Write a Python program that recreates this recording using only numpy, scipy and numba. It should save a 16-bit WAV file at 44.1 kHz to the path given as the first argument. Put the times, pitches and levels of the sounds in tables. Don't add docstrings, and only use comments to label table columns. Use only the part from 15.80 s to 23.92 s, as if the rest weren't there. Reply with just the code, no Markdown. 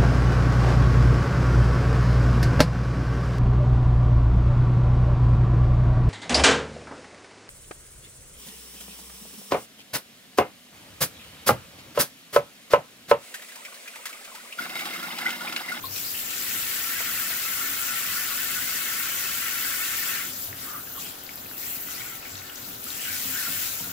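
import sys
import numpy as np
from scipy import signal
from scipy.fft import rfft, irfft, next_fast_len
from scipy.io import wavfile
from numba import njit

SR = 44100
rng = np.random.default_rng(int(sys.argv[2]) if len(sys.argv) > 2 else 0)


def generate_wav(sig):
    pcm = np.round(np.clip(np.atleast_2d(sig).T, -1, 1) * 32767).astype(np.int16)
    wavfile.write(sys.argv[1], SR, pcm)


N = 358091
FFT_SIZE = next_fast_len(N)
BIN_HZ = np.maximum(np.arange(FFT_SIZE // 2 + 1) * SR / FFT_SIZE, 1)
CUTOFF_HZ = 15780


def from_db(db):
    return 10 ** (np.asarray(db) / 20)


def in_time(rows, at_s):
    t_s, *columns = np.transpose(rows)
    return [np.interp(at_s, t_s, column) for column in columns]


def at_hz(rows, hz):
    f_hz, values = np.transpose(rows)
    return np.interp(np.log(hz), np.log(f_hz), values)


def drift(rate_hz):
    hop = 20
    pole = np.exp(-2 * np.pi * rate_hz * hop / SR)
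    slow = signal.lfilter([1], [1, -2 * pole, pole ** 2], rng.standard_normal(N // hop + 3002))[3000:]
    return np.interp(np.arange(N) / hop, np.arange(len(slow)), slow / np.sqrt(np.mean(slow ** 2)))


# f/Hz, left-right correlation
CORRELATION = [(60, 0.92), (130, 1), (290, 0.77), (640, -0.32), (1410, -0.41), (3100, 0.46), (6820, -0.41),
               (15000, 0.049)]


def coloured(pair, spectrum, flicker_db=0, flicker_hz=0):
    mid, side = rfft(pair, FFT_SIZE) * from_db(at_hz(spectrum, BIN_HZ))
    alike = np.clip(at_hz(CORRELATION, BIN_HZ), -.95, .99)
    stereo = np.sqrt(1 + alike) * mid + np.sqrt(1 - alike) * side * [[1], [-1]]
    stereo[1] *= np.exp(-4j * np.pi * BIN_HZ / SR)
    out = irfft(stereo, FFT_SIZE)[:, :N]
    for octave in np.arange(np.log2(2500), 14, 1 / 3):
        if flicker_hz and at_hz(spectrum, 2 ** octave) > -15:
            window = np.cos(np.pi / 2 * np.clip(3 * (np.log2(BIN_HZ) - octave), -1, 1)) ** 2
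            band = irfft(stereo * window, FFT_SIZE)[:, :N]
            out += band * (from_db(flicker_db * drift(flicker_hz)) - 1)
    return out / np.sqrt(np.mean(out.mean(axis=0) ** 2))


def impacts(per_s, uneven_db):
    sizes = from_db(uneven_db * np.minimum(rng.exponential(1, (2, N)), 5)) * rng.standard_normal((2, N))
    return sizes * (rng.random((2, N)) < per_s / SR)


# t/s, spatter level/dB, mist level/dB
SPRAY_LEVELS = [(0.0, -55, -49), (0.05, -49.5, -38), (0.09, -50.5, -42), (0.16, -40, -36.5),
                (0.36, -41.5, -34), (0.5, -39, -37.5), (0.75, -37, -33.5), (4.34, -36.5, -33.5),
                (4.52, -42, -40), (4.64, -44.5, -35.5), (4.74, -48, -45), (4.82, -43.5, -39.5),
                (4.98, -49, -40.5), (5.06, -52.5, -42.5), (5.17, -49.5, -41), (5.2, -43, -40),
                (5.28, -43, -42), (5.34, -50, -48), (5.76, -51.5, -41.5), (5.79, -44.5, -37.5),
                (5.92, -43, -35.5), (6.0, -49.5, -38), (6.12, -41.5, -40), (6.37, -48, -42),
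                (6.41, -51, -48), (6.47, -47, -44), (6.69, -49.5, -47), (6.89, -45.5, -42),
                (6.99, -50, -43), (7.05, -44, -40), (7.25, -40, -37), (7.45, -37.5, -33.5),
                (7.87, -37, -34), (8.12, -45, -39)]
# f/Hz, relative density/dB
SPATTER_SPECTRUM = [(60, -48), (300, -19.5), (700, -13), (1300, -3.5), (2500, -1), (4000, 0), (5500, 0),
                    (6500, -0.5), (7600, 1), (8400, -10.5), (10000, -53), (16000, -52)]
SIZZLE_SPECTRUM = [(500, -55), (4000, -41), (7500, 1), (8500, -0.5), (10000, 2), (11300, -5), (12500, -12),
                   (16000, -40)]
MIST_SPECTRUM = [(500, -50), (5000, -25), (10000, -7), (11500, 1.5), (12500, 3.5), (13500, 2.5), (15200, 8),
                 (16500, -12.5)]


def spray():
    spatter_db, mist_db = in_time(SPRAY_LEVELS, np.arange(N) / SR)
    open_jets_db = -37
    sizzle_db = -40.5 + 1.29 * (spatter_db - open_jets_db)
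    broken = np.clip((-31.5 - spatter_db) / 11, .3, 1)
    gusts = drift(rate_hz=54)
    spatter = coloured(impacts(14000, uneven_db=2), SPATTER_SPECTRUM, 2.82 * broken, flicker_hz=14)
    sizzle = coloured(impacts(9000, uneven_db=2), SIZZLE_SPECTRUM, 3 * broken, flicker_hz=14)
    mist = coloured(impacts(9000, uneven_db=-1), MIST_SPECTRUM, flicker_db=1, flicker_hz=17)
    return (from_db(spatter_db + .34 * gusts) * spatter
            + from_db(sizzle_db + .27 * gusts) * sizzle
            + from_db(mist_db + .18 * gusts) * mist)


@njit
def ring_bubbles(start, hz, gain, cycles, rise, swell):
    out = np.zeros((2, N))
    for i in range(len(hz)):
        t60_samples = cycles[i] / hz[i] * SR
        fade, step = 1000 ** (-1 / t60_samples), 2 * np.pi * hz[i] / SR
        phase, level = 0., 1.
        for n in range(min(int(.55 * t60_samples), N - max(start[i, 0], start[i, 1]))):
            phase += step * (1 + rise[i] * n / t60_samples)
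            level *= fade
            sample = np.sin(phase) * level * min(1, n / (swell * t60_samples))
            out[0, start[i, 0] + n] += gain[i, 0] * sample
            out[1, start[i, 1] + n] += gain[i, 1] * sample
    return out


def scattered(born_s, hz, level_db, cycles, rise, lag_samples, pan_db):
    pan, lag, ring = rng.standard_normal((len(hz), 3)).T
    gain = from_db(level_db[:, None] + pan_db * pan[:, None] * [1, -1])
    delay = np.clip(20 + (lag_samples * lag[:, None] + 1) * [-1, 1], 0, 40)
    start = (born_s[:, None] * SR + delay).astype(np.int64)
    return ring_bubbles(start, hz, gain, cycles * from_db(4.84 * ring), rise, swell=.08)


# t/s, large-bubble level/dB, small-bubble level/dB
BUBBLE_FLOW = [(0.0, -58, -58), (0.3, -65, -50), (0.5, -49, -43.5), (0.72, -44.5, -38),
               (1.05, -40.5, -36.5), (2.0, -39.5, -37.5), (4.4, -39, -35.5), (4.5, -57, -53),
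               (4.62, -62, -69), (4.84, -51, -47), (4.9, -41, -50), (5.05, -55.5, -61.5),
               (5.75, -68, -52.5), (6.1, -51, -50), (6.3, -48, -51), (6.38, -55, -51), (6.7, -50, -53.5),
               (7.01, -66, -64), (7.07, -53, -52), (7.27, -49, -42.5), (7.42, -60, -47.5), (7.51, -47, -45),
               (7.57, -37.5, -39.5), (7.82, -47, -42.5), (8.0, -54, -56), (8.12, -46.5, -51)]
# f/Hz, relative level/dB
BUBBLE_SPECTRUM = [(950, -23), (1150, -10), (1270, -15), (1340, 9.5), (1500, 5), (1900, 6.5), (2400, 5),
                   (3000, 6.5), (3800, -1.5), (5500, 2), (7600, 6), (9000, -12)]


def jet_bubbles(count, cycles, max_rise, uneven_db, split_hz):
    when, pitch, size, climb = rng.random((count, 4)).T
    born_s = when * (N / SR - .002)
    low_hz, high_hz = BUBBLE_SPECTRUM[0][0], BUBBLE_SPECTRUM[-1][0]
    hz = low_hz * (high_hz / low_hz) ** pitch
    large_db, small_db = in_time(BUBBLE_FLOW, born_s)
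    large_db += 1.2 * drift(rate_hz=12)[(born_s * SR).astype(int)]
    tiny_db = in_time(SPRAY_LEVELS, born_s)[0]
    flow_db = np.select([hz < split_hz, hz < 2 * split_hz], [large_db, small_db], tiny_db)
    size_db = -11 - uneven_db * np.log(np.maximum(size, .01))
    level_db = flow_db + at_hz(BUBBLE_SPECTRUM, hz) + size_db
    return scattered(born_s, hz, level_db, cycles, max_rise * climb, lag_samples=1.6, pan_db=3.06)


# f/Hz, bandwidth/Hz, relative level/dB
BOWL_MODES = [(1107, 123, 2.5), (1334, 13.4, 6), (1473, 30, -4.5), (1655, 24, 3.5), (1777, 11, 0.5),
              (1736, 12, -6), (1992, 15, -7.5), (2165, 13.5, 7.5), (2632, 70, -5), (3070, 55, 2.5),
              (3550, 40, -13), (4230, 40, -11)]


def bowl_ring(bubbles, ring_db):
    out = bubbles.copy()
    for k, (hz, width_hz, db) in enumerate(BOWL_MODES):
        r, w = np.exp(-np.pi * width_hz / SR), 2 * np.pi * hz / SR
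        gain = (1 - r * r) / 2 * from_db(db + ring_db) * (-1) ** k
        out += signal.lfilter([gain, 0, -gain], [1, -2 * r * np.cos(w), r * r], bubbles)
    return out


def trickle(count, drip_db, cycles):
    when, pitch, size = rng.random((count, 3)).T
    born_s = when * (N / SR - .002)
    hz = np.minimum(1500 * 10.5 ** pitch, CUTOFF_HZ)
    broken = np.clip((-40 - in_time(SPRAY_LEVELS, born_s)[0]) / 7.6, .01, 1)
    level_db = drip_db - 4.6 * np.log(np.maximum(size, .02)) + 20 * np.log10(broken)
    return scattered(born_s, hz, level_db, cycles, rise=np.full(count, .08), lag_samples=2.8, pan_db=1.7)


# f/Hz, relative density/dB
RUMBLE_SPECTRUM = [(18, -43), (30, -41), (65, -5), (86, -8), (102, 1.5), (150, -8), (179, -1.5), (205, -4),
                   (237, -0.5), (285, 1), (305, -6.5), (326, -5.5), (420, -8), (550, -33), (920, -120)]


def tub_rumble(level_db, waver_db):
    gain = from_db(level_db + waver_db * drift(rate_hz=5))
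    return gain * coloured(rng.standard_normal((2, N)), RUMBLE_SPECTRUM)


# f/Hz, relative density/dB
HUM_SPECTRUM = [(40, -4), (190, 0), (330, 1), (769, 4), (998, 0), (1470, 3), (2250, -16), (2920, -7),
                (4000, -7), (5200, -15.5), (8800, -120)]


def kitchen_hum(level_db):
    return from_db(level_db) * coloured(rng.standard_normal((2, N)), HUM_SPECTRUM)


# start t/s, end t/s, start f/Hz, end f/Hz, level/dB
SLOSH_GLIDES = [(0.027, 0.072, 3450, 4430, -36), (.12, .19, 5800, 5700, -33), (0.146, .2, 2500, 2620, -42),
                (0.224, .32, 4300, 4900, -31), (0.33, 0.421, 2730, 3100, -34.5),
                (0.466, 0.552, 2920, 2600, -35), (2.301, 2.378, 1820, 1950, -40),
                (2.484, 2.532, 1340, 1340, -37), (4.86, 4.991, 1160, 1270, -37.5),
                (5.15, 5.179, 1300, 1170, -45), (5.225, 5.331, 2960, 3200, -39),
                (5.801, 5.933, 2370, 2700, -42), (6.073, 6.164, 1350, 1420, -51),
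                (6.16, 6.263, 1990, 2400, -37.5), (6.238, 6.342, 2360, 2100, -38.5),
                (6.42, 6.492, 2600, 2050, -39.5), (7.193, 7.306, 2820, 3050, -32.5),
                (7.221, 7.374, 2440, 2200, -35.5), (7.245, 7.371, 1530, 1630, -36)]


def sloshes(count, pitch_spread, cycles):
    start_s, end_s, start_hz, end_hz, db = np.transpose(SLOSH_GLIDES)[:, :, None]
    along = rng.random((len(SLOSH_GLIDES), count))
    detune, size = rng.standard_normal((2, *along.shape))
    born_s = start_s + (end_s - start_s) * along
    hz = (start_hz + (end_hz - start_hz) * along) * np.exp(pitch_spread * detune)
    level_db = db + 4.2 * size + 10 * np.log10(np.sin(np.pi * along) + .071)
    return scattered(born_s.ravel(), hz.ravel(), level_db.ravel(), cycles,
                     rise=np.full(hz.size, .03), lag_samples=2.4, pan_db=1.5)


# t/s, level/dB, f/Hz, t60/cycles
DROP_HITS = [(.038, -22.5, 1067, 53), (.056, -20, 4700, 14), (.16, -25, 2600, 14), (.161, -18, 4100, 14),
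             (4.7286, -19, 1900, 8.1), (5.126, -14, 13500, 20), (5.138, -18, 12000, 18),
             (5.174, -31, 1104, 73), (5.246, -19, 9500, 14), (5.29, -19, 7650, 15),
             (5.4365, -14, 14000, 18), (5.449, -16, 14500, 20), (5.466, -22, 4500, 15),
             (5.4918, -21, 2220, 15), (5.5575, -10, 13000, 16), (5.578, -22, 4700, 12),
             (5.661, -29, 2480, 20), (5.7133, -27.5, 1520, 9), (5.78, -12, 14500, 20),
             (5.83, -29, 2000, 22), (5.8744, -30, 2020, 22), (6.0857, -25, 1370, 16),
             (6.426, -26, 2510, 18), (6.453, -29, 1950, 10), (6.555, -18, 3900, 11), (6.59, -22, 3880, 12),
             (6.618, -27, 2280, 15), (6.6304, -33, 4600, 11), (6.6985, -22, 2900, 16),
             (6.7578, -17, 6000, 11), (6.958, -25, 4050, 10), (7.042, -5.5, 10800, 7.5),
             (7.0664, -26, 1326, 28), (7.104, -16.5, 3970, 14), (7.1944, -23, 2810, 25),
             (7.2522, -28, 3010, 14)]


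def drops(left_db, rise):
    t_s, db, hz, cycles = np.transpose(DROP_HITS)
    start = (np.column_stack([t_s, t_s]) * SR).astype(np.int64)
    gain = from_db(db[:, None] + [left_db, -left_db])
    return ring_bubbles(start, hz, gain, cycles, np.full(len(hz), rise), swell=.12)


# t/s, boom level/dB, knock level/dB, tick level/dB
BUMP_HITS = [(0.045, -41, -62, -54), (0.106, -39, -57, -58), (1.201, -78, -50, -43.5),
             (1.501, -68, -44, -44.5), (4.679, -37.5, -64, -55.5), (6.519, -37, -52, -56),
             (6.57, -40, -63, -62), (6.872, -56, -43, -62), (7.296, -47, -41, -61),
             (7.446, -40, -32.5, -56), (7.488, -53, -34, -57), (7.681, -45, -37, -53),
             (7.741, -43, -42, -58), (8.001, -42, -34.5, -48), (8.069, -41, -35, -53)]
# f/Hz, relative level/dB, t60/s, group (0 boom, 1 knock, 2 tick)
TUB_MODES = [(96, -0.5, 0.26, 0), (127.7, -9.5, 0.42, 0), (176.4, -11.5, 0.2, 1), (258.2, -6.5, 0.41, 1),
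             (482, 7.5, 0.058, 2), (671, 6, 0.08, 2), (945, 6, 0.064, 2)]


def bumps(push_rad, uneven_db):
    t_s, *group_db = np.transpose(BUMP_HITS)
    out = np.zeros(N)
    for hz, mode_db, t60_s, group in TUB_MODES:
        level_db = group_db[group] + mode_db + uneven_db * rng.standard_normal(len(t_s))
        clicks = np.zeros(N)
        clicks[(t_s * SR).astype(int)] = from_db(level_db)
        r, w = 10 ** (-3 / (t60_s * SR)), 2 * np.pi * hz / SR
        ring = signal.lfilter([0, np.sin(w)], [1, -2 * r * np.cos(w), r * r], clicks + 1e-18)
        swell = np.exp(-w / push_rad)
        gain = (1 - swell ** 2) / 2
        out += signal.lfilter([gain, 0, -gain], [1, -2 * swell * np.cos(w), swell ** 2], ring)
    return out


def basin_echo(x, t60_s, wet_db):
    t_s = np.arange(round(.3 * SR)) / SR
    tail = rng.standard_normal((2, len(t_s))) * from_db(-60 * t_s / t60_s) * (t_s > .002)
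    tail *= from_db(wet_db) / np.sqrt(np.sum(tail ** 2, axis=1, keepdims=True))
    return x + signal.fftconvolve(x, tail, axes=1)[:, :N]


def scene():
    jets = spray()
    bubbles = jet_bubbles(count=40000, cycles=65.7, max_rise=.04, uneven_db=2.5, split_hz=1750)
    cup = sloshes(count=50, pitch_spread=.048, cycles=26.3)
    cup += drops(left_db=1.7, rise=.027)
    cup += trickle(count=1600, drip_db=-48, cycles=19)
    water = jets + bowl_ring(bubbles, ring_db=4.5) + basin_echo(cup, t60_s=.16, wet_db=-4)
    background = tub_rumble(level_db=-52.5, waver_db=1.5) + kitchen_hum(level_db=-49.5)
    return water + background + bumps(push_rad=8.4, uneven_db=3)


# f/Hz, left minus right level/dB
MIC_BALANCE = [(60, 0.5), (150, 0), (380, 1.5), (950, 0.5), (2380, 1.5), (5980, 4.5), (15000, 4)]


def record(dry):
    balance = from_db(at_hz(MIC_BALANCE, BIN_HZ) / 2 * [[1], [-1]])
    heard = irfft(rfft(dry, FFT_SIZE) * balance, FFT_SIZE)[:, :N]
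    return signal.sosfilt(signal.ellip(14, .5, 75, CUTOFF_HZ, fs=SR, output="sos"), heard)


dry = scene()
out = record(dry)
generate_wav(out)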